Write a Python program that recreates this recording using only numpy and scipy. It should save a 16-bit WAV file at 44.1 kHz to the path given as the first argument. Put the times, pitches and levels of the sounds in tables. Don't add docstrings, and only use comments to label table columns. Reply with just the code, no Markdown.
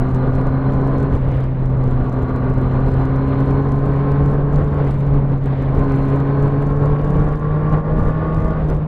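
import sys
import numpy as np
from scipy import signal
from scipy.io import wavfile

SR = 44100
rng = np.random.default_rng(int(sys.argv[2]) if len(sys.argv) > 2 else 0)


def decibels_to_gain(level_db):
    exponent = np.asarray(level_db, float) / 20
    return 10 ** exponent


def wav_out(sig):
    wavfile.write(sys.argv[1], SR, np.round(np.clip(np.atleast_2d(sig).T, -1, 1) * 32767).astype(np.int16))


N = 391166


def rms_one(x):
    return x / np.sqrt(np.mean(x ** 2) + 1e-20)


def in_time(rows):
    s, *columns = np.transpose(rows)
    return [np.interp(np.arange(N) / SR, s, c) for c in columns]


def at_hz(points, hz):
    f, level = np.array(points).T
    return np.interp(np.log(hz), np.log(f), level)


def bumps(rows):
    t = np.arange(N) / SR
    return sum(db * np.exp(-((t - s) / half_s) ** 2) for s, db, half_s in rows)


def drift(rate):
    pole = np.exp(-80 * np.pi * rate / SR)
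    chance = rng.standard_normal(N // 40 + 2002)
    slow = signal.lfilter([1], [1, -2 * pole, pole * pole], chance)[2000:]
    return np.interp(np.arange(N) / 40, np.arange(len(slow)), rms_one(slow - slow.mean()))


# t/s, f/Hz
FIRING_RATE = [(0.0, 128.8), (1.06, 136.2), (1.32, 131.2), (2.0, 128.8), (2.46, 128.6), (3.44, 136.0),
               (4.77, 144.0), (4.9, 137.8), (5.07, 140.0), (5.57, 134.5), (5.78, 138.4), (5.95, 135.4),
               (6.56, 140.8), (7.16, 147.7), (8.38, 158.9), (8.58, 158.8), (8.7, 150.8), (8.87, 152.6)]
# t/s, opening (0 to 1)
THROTTLE_OPENING = [(0, 1), (1.1, .9), (1.3, 0), (1.95, 0.6), (2.15, 1), (2.4, 1), (3.3, 1), (4.78, 0.85),
                    (4.98, 0.1), (5.1, 0.5), (5.65, .2), (5.85, 1.0), (7.0, .95), (8.56, 0.9), (8.63, 0),
                    (8.87, 0)]


def ride():
    (firing_hz,), (throttle,) = in_time(FIRING_RATE), in_time(THROTTLE_OPENING)
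    turn = 2 * np.pi * np.cumsum(firing_hz * (1 + .0015 * drift(10.8))) / SR
    return firing_hz, turn, 1 - np.clip(throttle, 0, 1)


# t/s, level/dB
EXHAUST_BEAT = [(0, -22), (.3, -19.5), (1.1, -20), (1.8, -18), (2.0, -21.5), (2.25, -23), (2.7, -18.5),
                (3.3, -19.5), (4.2, -17.5), (4.6, -20), (5.3, -16), (5.65, -19.5), (6.1, -18), (6.9, -17.5),
                (7.3, -20.5), (7.9, -19), (8.5, -23), (8.87, -22)]
# f/Hz, level/dB
SILENCER_PASSAGE = [(255, -8.5), (272, -4.5), (290, -11), (310, -16), (385, -18.5), (415, -10.5),
                    (438, -10), (470, -17.5)]


def exhaust(firing_hz, turn, shut):
    beat_db, = in_time(EXHAUST_BEAT)
    steady_db = beat_db.mean()
    second_db = steady_db + at_hz(SILENCER_PASSAGE, 2 * firing_hz) - 8 * shut
    third_db = steady_db + at_hz(SILENCER_PASSAGE, 3 * firing_hz) - 11 * shut
    out = 0
    for order, level_db, waver_db in [(1, beat_db, 1.2), (2, second_db, 1.6), (3, third_db, 2.0)]:
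        gain = decibels_to_gain(level_db + 4 + waver_db * drift(40))
        out = out + gain * np.sin(order * turn + rng.uniform(0, 2 * np.pi))
    return out


UPPER_ORDER = [3.333, 4, 5.333, 6, 7, 8, 8.667, 9, 9.333, 9.667, 10.667, 11, 11.333, 12, 12.667, 13, 16,
               30.667, 32]
UPPER_ORDER_DB = [-41, -44, -48, -50, -51, -61, -60, -54, -53, -58, -58, -54, -58, -57, -61, -62, -65, -83,
                  -88]
# centre f/Hz, width f/Hz, peak level/dB
FRAME_RESONANCE = [(635, 35, 11), (830, 45, 7), (1100, 100, 18), (1470, 90, 7), (1700, 90, 5),
                   (2120, 150, 7), (4200, 300, 18.5)]


def upper_orders(firing_hz, turn, shut):
    out = 0
    for order, level_db in zip(UPPER_ORDER, UPPER_ORDER_DB):
        hz = order * firing_hz
        lift_db = sum(peak_db / (1 + ((hz - centre_hz) / width_hz) ** 2)
                      for centre_hz, width_hz, peak_db in FRAME_RESONANCE)
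        gain = decibels_to_gain(level_db + lift_db - 16 * shut + 2.8 * drift(18))
        out = out + gain * np.sin(order * turn + rng.uniform(0, 2 * np.pi))
    return out


def gear_whine(firing_hz, turn, shut):
    gear_order, ripple_rad, firings_per_tug = 7.56, .8, 11
    slow_db = np.minimum(1.1 * (firing_hz - 136.5), 0)
    gain = decibels_to_gain(-33.8 + slow_db - 16 * shut + 2.0 * drift(25))
    return gain * np.sin(gear_order * turn + ripple_rad * np.sin(turn / firings_per_tug))


def case_buzz(firing_hz, turn, shut):
    centre_hz, width_hz, level_db = 4110, 200, -65
    band = signal.butter(2, [centre_hz - width_hz / 2, centre_hz + width_hz / 2], "band", fs=SR, output="sos")
    buzz = rms_one(signal.sosfilt(band, rng.standard_normal(N))) * (1 + 0.3 * np.cos(turn / 3))
    detuned_db = -np.minimum(0.1 * (firing_hz - 132) ** 2, 20)
    return decibels_to_gain(level_db + detuned_db - 7.3 * shut + 1.2 * drift(3)) * buzz


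# f/Hz, level/dB
PORT_DIFFERENCE = [(25, -34.5), (250, -40.5), (700, -46.5), (1300, -35.5), (2200, -15.5), (4000, -13),
                   (6000, -2.5), (15000, 0.5)]


def coloured_noise(spectrum, own_db, rate):
    lowest, highest = spectrum[0][0], spectrum[-1][0]
    edges = lowest * 2 ** np.arange(0, np.log2(highest / lowest) + .2, 1 / 3)
    white = rng.standard_normal((2, 2, N + SR // 2))
    eddy = decibels_to_gain(5.3 * drift(9))
    out = 0
    for k, (low, high) in enumerate(zip(edges, edges[1:])):
        band = signal.butter(2, [low, high], "band", fs=SR, output="sos")
        mid, side = signal.sosfilt(band, white[k % 2])[:, SR // 2:]
        hz = np.sqrt(low * high)
        gain = decibels_to_gain(at_hz(spectrum, hz) + own_db * drift(rate))
        out = out + gain * (mid + decibels_to_gain(at_hz(PORT_DIFFERENCE, hz)) * eddy * side * [[1], [-1]])
    return rms_one(out)


# t/s, level/dB
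AIRFLOW_SWING = [(0, 0), (.8, 2), (1.3, 1.5), (1.55, -2.5), (1.85, -0.5), (2.3, -0.5), (2.9, 1.5),
                 (3.2, 0.5), (4.3, 1.5), (4.9, 1), (5.1, -2.5), (5.6, 0.5), (6.1, 0.5), (7.2, 1),
                 (7.45, -2.5), (8.0, 0.5), (8.6, 0), (8.87, -2.5)]


def airflow():
    return in_time(AIRFLOW_SWING)[0]


# f/Hz, spectral level/(dB per Hz)
BUFFET_SPECTRUM = [(18, 1.5), (28, -1.3), (60, -4), (110, -7.5), (190, -12), (300, -25), (420, -35)]
# t/s, level/dB, half length t/s
WIND_SURGES = [(.14, 5, 0.023), (.85, 2, .05), (1.1, 5.5, 0.07), (1.33, 4.5, 0.16), (1.95, 3.5, 0.19),
               (2.1, -1.5, 0.036), (2.95, 2.5, 0.2), (4.6, 4, 0.17), (4.95, 3.5, .05), (5.2, 1, 0.048),
               (5.8, 3.5, 0.035), (6.1, -1.5, 0.16), (7.2, 3.5, 0.16), (7.55, -0.5, .05), (8.02, 6, 0.073),
               (8.42, 5, 0.058), (8.65, 4, 0.033)]


def wind_buffet(flow_db):
    level_db = -22.5 + 0.097 * flow_db + bumps(WIND_SURGES)
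    return decibels_to_gain(level_db + 1.5) * coloured_noise(BUFFET_SPECTRUM, own_db=2.0, rate=3.0)


# f/Hz, spectral level/(dB per Hz)
ROAR_SPECTRUM = [(150, -2), (230, 2), (350, -2), (470, 2), (700, -6), (950, -9.5), (1150, -10.5),
                 (1400, -18.5), (1800, -26.5)]


def tyre_roar(flow_db):
    level_db = -31 + flow_db + 0.62 * drift(3.5)
    return decibels_to_gain(level_db + 4) * coloured_noise(ROAR_SPECTRUM, own_db=-0.03, rate=44.0)


def spray_level(flow_db, firing_hz):
    return -48.5 + flow_db + 0.02 * (firing_hz - 138) + 2.2 * drift(1.4)


# f/Hz, spectral level/(dB per Hz)
SPRAY_SPECTRUM = [(1200, -11.5), (1600, 6.5), (2100, 2.5), (2600, -5), (3200, -4), (3700, -15), (4400, -18),
                  (4900, -25.5), (5600, -38)]


def spray_hiss(spray_db):
    return decibels_to_gain(spray_db - 1.5) * coloured_noise(SPRAY_SPECTRUM, own_db=-2.0, rate=30.0)


def air_and_road(turn, flow_db, spray_db):
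    puff = 1 + 0.14 * np.cos(turn)
    outside = wind_buffet(flow_db) + puff * (tyre_roar(flow_db) + spray_hiss(spray_db))
    wall = signal.butter(6, 5200, fs=SR, output="sos")
    return signal.sosfilt(wall, outside)


# t/s, level/dB, half length t/s
LEVEL_SWELLS = [(1.2, -3, 0.019), (1.48, -1.5, 0.054), (2.27, -2, 0.035), (3.9, 1, 0.034), (4.045, 1, 0.0076),
                (4.44, -1.5, 0.044), (4.69, -4, 0.056), (4.81, 1, 0.015), (5.4, -4, 0.032), (5.58, 0, .02),
                (6.88, 2.5, .06), (7.39, -5, .04), (7.741, 6, 0.016), (7.83, -5.5, .023), (8.0, 1, 0.03),
                (8.16, -3, 0.056), (8.55, -3, 0.025), (8.715, 5, 0.027), (8.79, -2.5, .03)]


def common_swing():
    return decibels_to_gain(1.0 * drift(14) + 0.21 * drift(69) + bumps(LEVEL_SWELLS))


# t/s, tick peak level/dB
LARGE_DROPS = [(0.1477, -39), (0.3531, -42), (0.4696, -41), (0.7226, -41), (0.7367, -41), (0.9838, -41),
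               (1.0302, -40), (1.4408, -42), (2.0968, -42), (2.2315, -42), (2.5824, -41), (2.8864, -39),
               (2.919, -41), (2.9414, -40), (3.0549, -41), (3.1627, -41), (3.4051, -40), (3.509, -39),
               (3.7214, -41), (4.1188, -41), (4.2609, -38), (4.5599, -35), (4.877, -42), (5.7937, -42),
               (6.427, -39), (6.624, -41), (6.8589, -38), (7.1053, -41), (7.9927, -40), (8.7012, -34)]
# start t/s, length t/s, number of drops
DROP_FLURRIES = [(.08, .09, 4), (.32, .1, 5), (.76, .26, 7), (1.12, .05, 5), (1.28, .15, 6), (1.65, .3, 6),
                 (2.0, .4, 6), (2.49, .13, 3), (2.73, .34, 7), (3.22, .3, 5), (3.62, .36, 9),
                 (4.23, .12, 7), (4.5, .27, 7), (4.84, .15, 6), (5.0, .16, 3), (5.3, .03, 1),
                 (5.43, .03, 2), (5.58, .05, 1), (5.74, .48, 18), (6.38, .12, 4), (6.6, .25, 7),
                 (7.01, .4, 15), (7.7, .07, 3), (7.99, .12, 8), (8.33, .18, 9), (8.62, .13, 3)]


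def strikes():
    slots = []
    for s, length_s, count in DROP_FLURRIES:
        slots += [(s + length_s * k / count, length_s / count) for k in range(count)]
    start, length = np.transpose(slots)
    chance = rng.random((len(start), 2))
    middling_db = -49 + 7.5 * chance[:, 1] ** 1.5
    return np.r_[LARGE_DROPS, np.c_[start + length * chance[:, 0], middling_db]]


def raindrops(drops):
    near = rng.choice(drops[:, 0], 800) + .045 * rng.standard_normal(800)
    fine_db = np.minimum(-63.0 + 4.0 * rng.exponential(1, 800), -50)
    fine = np.c_[np.clip(near, 0, N / SR - .001), fine_db]
    s, peak_db = np.r_[drops, fine].T
    chance = rng.standard_normal((len(s), 6))
    ticks, pushes = np.zeros((2, N)), np.zeros(N)
    for side, toward in enumerate([.5, -.5]):
        height = np.sign(chance[:, 2]) * decibels_to_gain(peak_db + 18.0 + toward * 3.0 * chance[:, 4])
        at = np.clip(s * SR + 1.5 * chance[:, side] ** 3, 0, N - 40).astype(int)
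        np.add.at(ticks[side], at, height)
        rebound = at + np.minimum(8 + 7.2 * np.abs(chance[:, 5]), 30).astype(int)
        np.add.at(ticks[side], rebound, -.45 * height)
    push_height = np.sign(chance[:, 3]) * decibels_to_gain(.6 * (peak_db + 36.5) - 15.5)
    np.add.at(pushes, (s * SR).astype(int), push_height)
    tick = signal.butter(1, [1500, 6500], "band", fs=SR, output="sos")
    tick = np.r_[tick, signal.butter(1, 15000, fs=SR, output="sos")]
    span = np.arange(400) / SR
    push = (span / 0.00096) ** 2 * np.exp(2 - 2 * span / 0.0011)
    return signal.sosfilt(tick, ticks + 1e-18) + signal.fftconvolve(pushes, push)[:N]


# f/Hz, spectral level/(dB per Hz)
MIST_SPECTRUM = [(4500, -2), (6000, 0.1), (8000, -3), (9500, -8), (11000, -22), (13000, -32), (15700, -42)]


def mist(drops, spray_db):
    hits = np.zeros(N)
    hits[(drops[:, 0] * SR).astype(int)] = 1
    flurry = np.minimum(signal.fftconvolve(hits, np.hanning(round(.07 * SR)), "same"), 1.5)
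    level_db = -74.5 + .5 * (spray_db + 48) + 2.2 * flurry + 1.5 * drift(12)
    hiss = coloured_noise(MIST_SPECTRUM, own_db=2.0, rate=20.0)
    dull = signal.sosfiltfilt(signal.butter(4, 10000, fs=SR, output="sos"), hiss)
    bright = decibels_to_gain(11.0 * (flurry - .8)) * (hiss - dull)
    return decibels_to_gain(level_db) * (dull + bright)


def scene():
    firing_hz, turn, shut = ride()
    motor = exhaust(firing_hz, turn, shut) + upper_orders(firing_hz, turn, shut)
    motor = motor + gear_whine(firing_hz, turn, shut) + case_buzz(firing_hz, turn, shut)
    flow_db = airflow()
    spray_db = spray_level(flow_db, firing_hz)
    swung = common_swing() * (motor + air_and_road(turn, flow_db, spray_db))
    drops = strikes()
    return swung + mist(drops, spray_db) + raindrops(drops)


def top_cut(x):
    return signal.sosfilt(signal.butter(12, 15830, fs=SR, output="sos"), x)


def record(dry):
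    top = 1.1
    limited = top * np.tanh(dry / top)
    edge = np.minimum(np.arange(N)[::-1] / (.004 * SR), 1)
    return top_cut(edge * limited)


dry = scene()
out = record(dry)
wav_out(out)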